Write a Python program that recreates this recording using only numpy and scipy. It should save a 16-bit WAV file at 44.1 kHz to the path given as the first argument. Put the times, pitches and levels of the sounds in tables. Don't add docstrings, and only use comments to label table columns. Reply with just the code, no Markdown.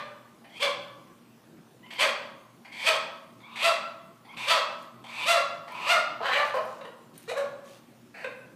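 import sys
import numpy as np
from scipy import signal
from scipy.io import wavfile
from scipy.ndimage import uniform_filter1d

SR = 44100
rng = np.random.default_rng(int(sys.argv[2]) if len(sys.argv) > 2 else 0)


def volts_from_db(level):
    exponent = np.asarray(level, float) / 20
    return 10 ** exponent


def to_wav(sig):
    pcm = np.clip(np.atleast_2d(sig), -1, 1) * 32767
    pcm = np.round(pcm).astype(np.int16)
    wavfile.write(sys.argv[1], SR, pcm.T)


N = 377083
LEAD = SR // 4


def evened(x):
    return x / np.sqrt(np.mean(x ** 2) + 1e-20)


def read(points, hz):
    f, value = np.transpose(points)
    return np.interp(np.log(hz + 1), np.log(f + 1), value)


def add(mix, start, sound):
    part = mix[LEAD + round(start * SR):][:len(sound)]
    part += sound[:len(part)]


def unfold(rows):
    s, *columns = np.transpose(rows)
    t = np.arange(s[0], s[-1], 1 / SR)
    return s[0], [np.interp(t, s, column) for column in columns]


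def resonate(x, hz, width):
    turn = np.exp(2j * np.pi * np.cumsum(hz * np.ones(len(x))) / SR)
    r = np.exp(-np.pi * width / SR)
    smooth = signal.lfilter([(1 - r) ** 2], [1, -2 * r, r ** 2], x / turn)
    return 2 * (turn * smooth).real


def cavity(x, modes):
    return evened(sum((-1) ** k * volts_from_db(db) * resonate(x, hz, width) for k, (hz, width, db) in enumerate(modes)))


def noise(spectrum, patchy_db):
    a, b, patches = rng.standard_normal(((N + LEAD) // 256 + 5, 513, 3)).T
    patches = uniform_filter1d(patches, size=12, axis=0)
    patches = evened(uniform_filter1d(patches, size=12, axis=1))
    colour_db = read(spectrum, np.fft.rfftfreq(1024, 1 / SR))[:, None]
    z = (a + 1j * b) * volts_from_db(colour_db + patchy_db * patches)
    return evened(signal.istft(z, nperseg=1024, noverlap=768)[1][:N + LEAD])


# frequency in Hz, level in dB per Hz.
DUCT_COLOUR = [(24, -53), (40, -23), (84, -16), (98, -26), (114, -28), (146, 1.5), (222, -7.5), (339, -4),
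               (394, -12), (517, -14), (557, -13.5), (770, -15.5), (1470, -20), (3170, -30), (15200, -35)]
# frequency in Hz, width in Hz, level in dB.
MOTOR_LINES = [(122, 8.8, -64.5), (171.5, 20, -73), (232.2, 15.7, -61), (2820, 3000, -72.5)]


def ventilation():
    hiss = rng.standard_normal(N + LEAD)
    lines = sum(volts_from_db(db) * evened(resonate(hiss, hz, width)) for hz, width, db in MOTOR_LINES)
    return volts_from_db(-56) * noise(DUCT_COLOUR, patchy_db=-2.5) + lines


# frequency in Hz, width in Hz, level in dB.
MOUTH_RASP = [(5490, 2340, 14), (8110, 1480, 16.5), (9800, 5500, 7.5)]


def cry(rows, shape, grain, harsh_db):
    start, (effort_db, hz, beak_db, rasp_db) = unfold(rows)
    rough, alternation = grain
    overtone_db, first_hz, width, second_hz, second_db, palate_db = shape

    wobble = evened(uniform_filter1d(rng.standard_normal(len(hz)), size=120))
    turns = np.cumsum(hz * (1 + .06 * rough * wobble)) / SR
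    pulses = evened(sum(np.cos(2 * np.pi * k * turns) for k in range(1, 22)))
    folds = (1 - rough) * pulses * (1 + alternation * np.cos(np.pi * turns))
    puff_shape = .2 + np.exp(-(turns % 1) / .35)
    puffs = rough * evened(puff_shape * rng.standard_normal(len(hz)))
    shimmer = volts_from_db(4 * rough * evened(uniform_filter1d(rng.standard_normal(len(hz)), size=250)))

    windpipe = [(hz, 330, 0), (1.73 * hz, 400, overtone_db)]
    lifted_hz = first_hz * (1 + 0.03 * (beak_db - beak_db.max()))
    beak = [(lifted_hz, width, 0), (second_hz, 500, second_db), (4600, 1100, palate_db)]
    low = cavity(folds + .8 * puffs, windpipe)
    middle = cavity(folds + 1.4 * puffs, beak)
    high = cavity(folds + 7.7 * puffs, MOUTH_RASP)

    harsh = cavity(puffs, [(870, 860, 3.6), (1420, 820, 1.6)])
    harsh = harsh + volts_from_db(beak_db - 1.5) * cavity(puffs, [(2610, 1330, -3.5), (4010, 590, -4.5)])
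    voice = low + volts_from_db(harsh_db) * harsh + volts_from_db(beak_db) * middle + volts_from_db(rasp_db) * high
    return start, volts_from_db(effort_db) * shimmer * voice * signal.windows.tukey(len(hz), .08)


def call_arch(top, rise, hold, fall, db, hz, beak_db, end_db, end_share, rule):
    s = top + np.array([-rise, -rise / 2, 0, hold, hold + .45 * fall, hold + fall])
    effort_db = db + np.array([rule["start_db"], rule["half_db"], 0, 0, end_db / 2 + rule["slump_db"], end_db])
    falling_share = 1 + .42 * (end_share - 1)
    pitch = hz * np.array([rule["start_share"], rule["half_share"], 1, 1, falling_share, end_share])
    close_db = rule["close_db"]
    opening_db = beak_db + np.array([rule["shut_db"], rule["open_db"], 0, 0.25 * close_db, close_db, close_db])
    return np.transpose([s, effort_db, pitch, opening_db])


# top reached in seconds, hold in s, fall in s, effort in dB, top pitch in Hz.
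SQUAWK_CALLS = [
    (-.075, 0.011, .035, -31, 607),
    (0.628, 0.018, 0.042, -29, 582.8),
    (2.024, 0.0085, 0.048, -26, 626.4),
    (2.876, 0.0093, 0.068, -26, 647.5),
    (3.646, 0.036, 0.046, -24, 673.8),
    (4.511, .01, .063, -23.5, 669.3),
    (5.288, 0.037, 0.063, -23, 689),
    (5.908, 0.018, 0.049, -21.5, 713),
]
SQUAWK_CLIMBS = [.045, .035, .044, .036, .026, .047, .037, .046]
# time in seconds, effort in dB, pitch in Hz, beak opening in dB.
STRUGGLE_HEAVES = [
    [(6.2, -31, 394, -30), (6.225, -33, 503, -5.5), (6.26, -32, 560.3, 2.5), (6.3, -33, 503.7, 0.5),
     (6.35, -33.5, 552, 10)],
    [(6.345, -25.5, 544, -4), (6.37, -28, 576, 3.5), (6.42, -28.5, 589.4, -6), (6.47, -42, 609.5, -16)],
]
# top reached in seconds, rise in s, fall in s, effort in dB, top pitch in Hz.
CLUCK_CALLS = [
    (6.544, 0.0061, 0.063, -24.5, 529.8),
    (6.57, .02, 0.016, -30.5, 633),
    (6.814, 0.0085, 0.011, -37, 563),
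    (6.855, .01, 0.0053, -39.5, 475.6),
    (7.3, 0.024, .016, -30.5, 494.3),
    (7.381, .026, .046, -27, 581.4),
    (8.247, 0.0056, 0.024, -29.5, 522),
]
SQUAWK_SHAPE = dict(start_db=-15, half_db=-9, start_share=.75, half_share=.87, slump_db=-4.5, shut_db=-5, open_db=1.5, close_db=-9)
CLUCK_SHAPE = dict(start_db=-4.5, half_db=-2.5, start_share=.93, half_share=0.93, slump_db=-4.5, shut_db=-12, open_db=-2, close_db=-5)
# beak opening in dB, windpipe overtone in dB, first beak Hz, second Hz, second in dB.
CALL_BEAKS = [(1, 1.5, 2200, 3500, -6), (3.5, 1.5, 2500, 3370, 2.5), (4.5, 0, 2440, 3430, -3),
              (5, 1.5, 2550, 3420, -1), (1, 4.5, 2600, 3680, -3.5), (3.5, 6.5, 2610, 3530, 0.5),
              (2, 4.5, 2620, 3730, -1), (2, 6.5, 2590, 3740, -9.5), (0, 8.5, 2310, 3250, -8.5),
              (0, 4.5, 2150, 3000, -10.5), (-13.5, 5.5, 1550, 2890, -10), (-10.5, -7, 2220, 2960, -3),
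              (-11, -6, 2550, 3840, -2), (-4, 2, 1860, 3040, -2), (-4, -28, 2230, 3980, -6),
              (-4.5, -18, 1480, 2200, -24), (0.5, -29, 1710, 2640, -5.5)]
# rasp under beak in dB, palate in dB, beak width in Hz, last effort in dB, last pitch share.
CALL_THROATS = [(-18, -16, 1040, -4, .85), (-13.5, -10.5, 650, -0.5, .87), (-11.5, -12, 830, -1.5, .81),
                (-11, -9.5, 680, -4, .8), (-11.5, -10.5, 1100, -7, .79), (-12.5, -6, 1160, -3, .8),
                (-10.5, -9.5, 1230, -2, .77), (-14.5, -11.5, 1000, -1.5, .82), (-27, -19, 860, 0, 1),
                (-27, -23, 550, 0, 1), (-16, -20, 320, -18.5, 0.84), (-18, -9, 770, 0, 1.08),
                (-18, -18, 740, -23, 0.9), (-17.5, -21, 700, 1, 0.96), (-9.5, -24, 940, 3, 1.5),
                (-17, -38, 340, -4.5, .89), (-27, -40, 550, -35, 0.85)]
CALL_GRAINS = [(.45, .1), (.38, .1), (.5, .2), (.45, .2), (.26, 0), (.4, .1), (.17, 0), (.19, 0), (.48, .9),
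               (.4, .4), (.32, .2), (.3, 0), (.35, 0), (.3, 0), (.2, 0), (.27, .1), (.24, 0)]


def calls():
    squawks = [(top, rise, *rest, SQUAWK_SHAPE) for (top, *rest), rise in zip(SQUAWK_CALLS, SQUAWK_CLIMBS)]
    cluck_hold_s = .004
    clucks = [(top, rise, cluck_hold_s, *rest, CLUCK_SHAPE) for top, rise, *rest in CLUCK_CALLS]
    plan = squawks + STRUGGLE_HEAVES + clucks
    for row, beak, throat, grain in zip(plan, CALL_BEAKS, CALL_THROATS, CALL_GRAINS):
        beak_db, overtone_db, first_hz, second_hz, second_db = beak
        rasp_db, palate_db, width, end_db, end_share = throat
        if row in STRUGGLE_HEAVES:
            rows = np.array(row)
        else:
            *timing, rule = row
            rows = call_arch(*timing, beak_db, end_db, end_share, rule)
        rows = np.c_[rows, rasp_db + beak_db + 1.4 * (rows[:, 3] - beak_db)]
        shape = overtone_db, first_hz, width, second_hz, second_db, palate_db
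        harsh_db = -16 + 22 * grain[0]
        yield cry(rows, shape, grain, harsh_db)


def wheeze(rows, upper_hz, upper_db, width):
    start, (level_db, low_db, low_hz, high_hz, hiss_db) = unfold(rows)
    air = rng.standard_normal(len(low_hz))
    low = evened(resonate(air, low_hz, 370))
    high = cavity(air, [(high_hz, width, 0), (upper_hz, width, upper_db), (4500, 1200, -16.)])
    breath = volts_from_db(low_db) * low + high + volts_from_db(hiss_db - 12.5) * cavity(air, MOUTH_RASP)
    return start, volts_from_db(level_db - 3.0) * breath * signal.windows.tukey(len(air), .2)


def intake(start, length, catch_db, end_db, hz, whistle_db, upper_db, width, climb, hiss_db, rule):
    s = start + np.array([0, rule["catch_s"], rule["catch_s"] + 0.16 * length, length])
    level_db = [catch_db, catch_db, catch_db + rule["slump_db"], end_db]
    low_db = whistle_db + rule["linger_db"] * np.array([0, 0, 1, 0])
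    pipe_hz = hz * (1 + climb * ((s - start) / length - .5))
    steady_hiss_db = 0 * s + hiss_db + rule["hiss_db"]
    rows = np.transpose([s, level_db, low_db, 0.42 * pipe_hz, pipe_hz, steady_hiss_db])
    return wheeze(rows, 1.466 * hz, upper_db, width)


# start in seconds, length in s, catch in dB, end in dB, windpipe in Hz.
AIR_SIPS = [(0.441, .045, -48, -62, 1990), (1.822, 0.052, -64, -42, 2100), (2.645, 0.07, -43.5, -53, 2170),
            (3.392, 0.17, -51.5, -44, 2460), (4.244, 0.114, -51, -48.5, 2300),
            (5.038, 0.0365, -44, -38, 2200), (5.674, 0.066, -40, -41, 2200)]
AIR_DRAWS = [(0.492, 0.1, -52.5, -35, 2200), (1.903, 0.0374, -37, -35, 2180),
             (1.949, 0.056, -39.5, -16.5, 2170), (2.713, 0.14, -40, -26, 2220),
             (3.553, 0.087, -32.5, -21, 2420), (4.363, 0.11, -34, -31.5, 2430),
             (5.072, 0.183, -40, -26.5, 2420), (5.734, 0.169, -39.5, -25.5, 2510),
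             (8.137, 0.123, -41.5, -39.5, 1720)]
SIP_MANNER = dict(catch_s=0.014, slump_db=-10, linger_db=7.5, hiss_db=-6.5)
DRAW_MANNER = dict(catch_s=.02, slump_db=0, linger_db=0.5, hiss_db=-6)
# low whistle in dB, upper resonance in dB, width in Hz, windpipe climb 0-1.
INTAKE_PIPES = [(0, -7, 940, 0.1), (-3, 2, 640, 0.2), (-5.5, -13, 620, -.01), (-1, -3, 480, 0.25),
                (1.5, -8, 450, 0.27), (1.5, -1, 540, 0.1), (1.5, -11, 510, 0.28), (-14, .5, 330, 0.35),
                (-10.5, -7, 630, 0.1), (-11, 2, 240, 0.16), (-12, -6.5, 440, 0), (-8.5, -7, 860, 0.14),
                (-6, -9, 730, 0.05), (-5.5, -9.5, 630, 0.15), (-0.5, -18, 740, .07), (-6, -4.5, 650, 0)]
INTAKE_HISS = [-8, -8, -10, -1, -8, 5, 0, 2, 0.5, -4, 1.5, 1.5, 2.5, 2, -1, -5]


def intakes():
    manners = [SIP_MANNER] * len(AIR_SIPS) + [DRAW_MANNER] * len(AIR_DRAWS)
    for row, pipe, hiss_db, manner in zip(AIR_SIPS + AIR_DRAWS, INTAKE_PIPES, INTAKE_HISS, manners):
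        yield intake(*row, *pipe, hiss_db, manner)


# start in seconds, length in s, first Hz, last Hz, level in dB.
INTAKE_SQUEAKS = [
    (1.826, .036, 930, 1100, -52),
    (3.428, .04, 1050, 1210, -49),
    (4.282, .042, 1020, 1170, -48),
]


def squeaks():
    for start, length, first_hz, last_hz, db in INTAKE_SQUEAKS:
        turns = np.cumsum(np.linspace(first_hz, last_hz, round(length * SR))) / SR
        partials_db = [-5., 3., -4.]
        tone = sum(volts_from_db(part_db) * np.sin(2 * np.pi * (k + 1) * turns) for k, part_db in enumerate(partials_db))
        yield start, volts_from_db(db) * tone * signal.windows.tukey(len(turns), .6)


# time in seconds, peak in dB.
CLAW_TICKS = [(1.939, -60), (4.825, -66), (5.72, -59), (6.556, -57.5), (6.653, -63), (7.178, -51),
              (7.228, -61), (7.384, -62)]
# start in seconds, rise in s, fall in s, peak in dB.
FEATHER_STROKES = [
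    (4.78, .04, 0.047, -54),
    (6.3, 0.098, 0.12, -44),
    (6.45, 0.12, .06, -54),
    (6.6, 0.064, 0.15, -53.5),
    (7.13, 0.034, 0.12, -53),
    (7.63, 0.062, 0.11, -50.5),
]
# frequency in Hz, level in dB per Hz.
FEATHER_COLOUR = [(1200, 8), (2000, 9.5), (3500, 8.5), (6000, 4.5), (10000, -1.5), (15300, -7)]


def rustle():
    level, ticks = np.zeros((2, N + LEAD))
    for start, db in CLAW_TICKS:
        add(ticks, start, volts_from_db(db - 60 * np.arange(1500) / SR / .04))
    for start, rise, fall, db in FEATHER_STROKES:
        edge_db = db - 4
        stroke = [(start, edge_db), (start + rise, db), (start + rise + fall, edge_db)]
        start, (level_db,) = unfold(stroke)
        add(level, start, volts_from_db(level_db - 14.0) * signal.windows.tukey(len(level_db), .2))
    grain = volts_from_db(3 * evened(uniform_filter1d(rng.standard_normal(N + LEAD), size=90)))
    bright = cavity(rng.standard_normal(N + LEAD), [(8950, 940, -4), (12700, 4000, -9.0), (5000, 3700, -19)])
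    return level * grain * noise(FEATHER_COLOUR, patchy_db=2) + ticks * bright


# frequency in Hz, time to fall 60 dB in seconds.
WALL_DECAY = [(300, 0.75), (650, 0.76), (1200, 0.92), (1800, 0.6), (3000, 0.61), (6000, 0.53), (11000, 0.3)]
# delay in seconds, level in dB.
WALL_ECHOES = [(.004, -15), (.009, -4.5), (.013, -12), (.019, -10.5), (.027, -4), (.062, -22.5),
               (.078, -10.5)]


def room(x):
    taps = np.zeros(SR)
    at = np.arange(440, SR - 20, 20)
    taps[at + rng.integers(0, 20, len(at))] = rng.choice([-1., 1.], len(at))
    hz, t, z = signal.stft(taps, SR, nperseg=256)
    decay = volts_from_db(-60 * t / read(WALL_DECAY, hz)[:, None])
    tail = signal.istft(z * decay, SR, nperseg=256)[1]
    tail *= volts_from_db(-2) / np.linalg.norm(tail)
    tail[0] += 1
    for delay, db in WALL_ECHOES:
        tail[round(delay * SR)] += volts_from_db(db - 5)
    return signal.fftconvolve(x, tail / np.linalg.norm(tail))[:len(x)]


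def scene():
    air = ventilation()
    hen = np.zeros(N + LEAD)
    for voices in (calls(), intakes(), squeaks()):
        for start, sound in voices:
            add(hen, start, sound)
    small_body = signal.butter(6, 440, "highpass", fs=SR, output="sos")
    hen = signal.sosfilt(small_body, hen)
    feathers = rustle()
    return (room(hen + 1.63 * feathers) + feathers + air)[None, LEAD:]


def low_pass(x):
    return signal.sosfilt(signal.butter(12, 15340, fs=SR, output="sos"), x)


def record(dry):
    bass_cut = signal.butter(1, 90, "highpass", fs=SR, output="sos")
    top_cut = signal.firwin(255, 15300, fs=SR)
    heard = signal.oaconvolve(signal.sosfilt(bass_cut, dry), top_cut[None], "same")
    return low_pass(heard)


dry = scene()
out = record(dry)
to_wav(out)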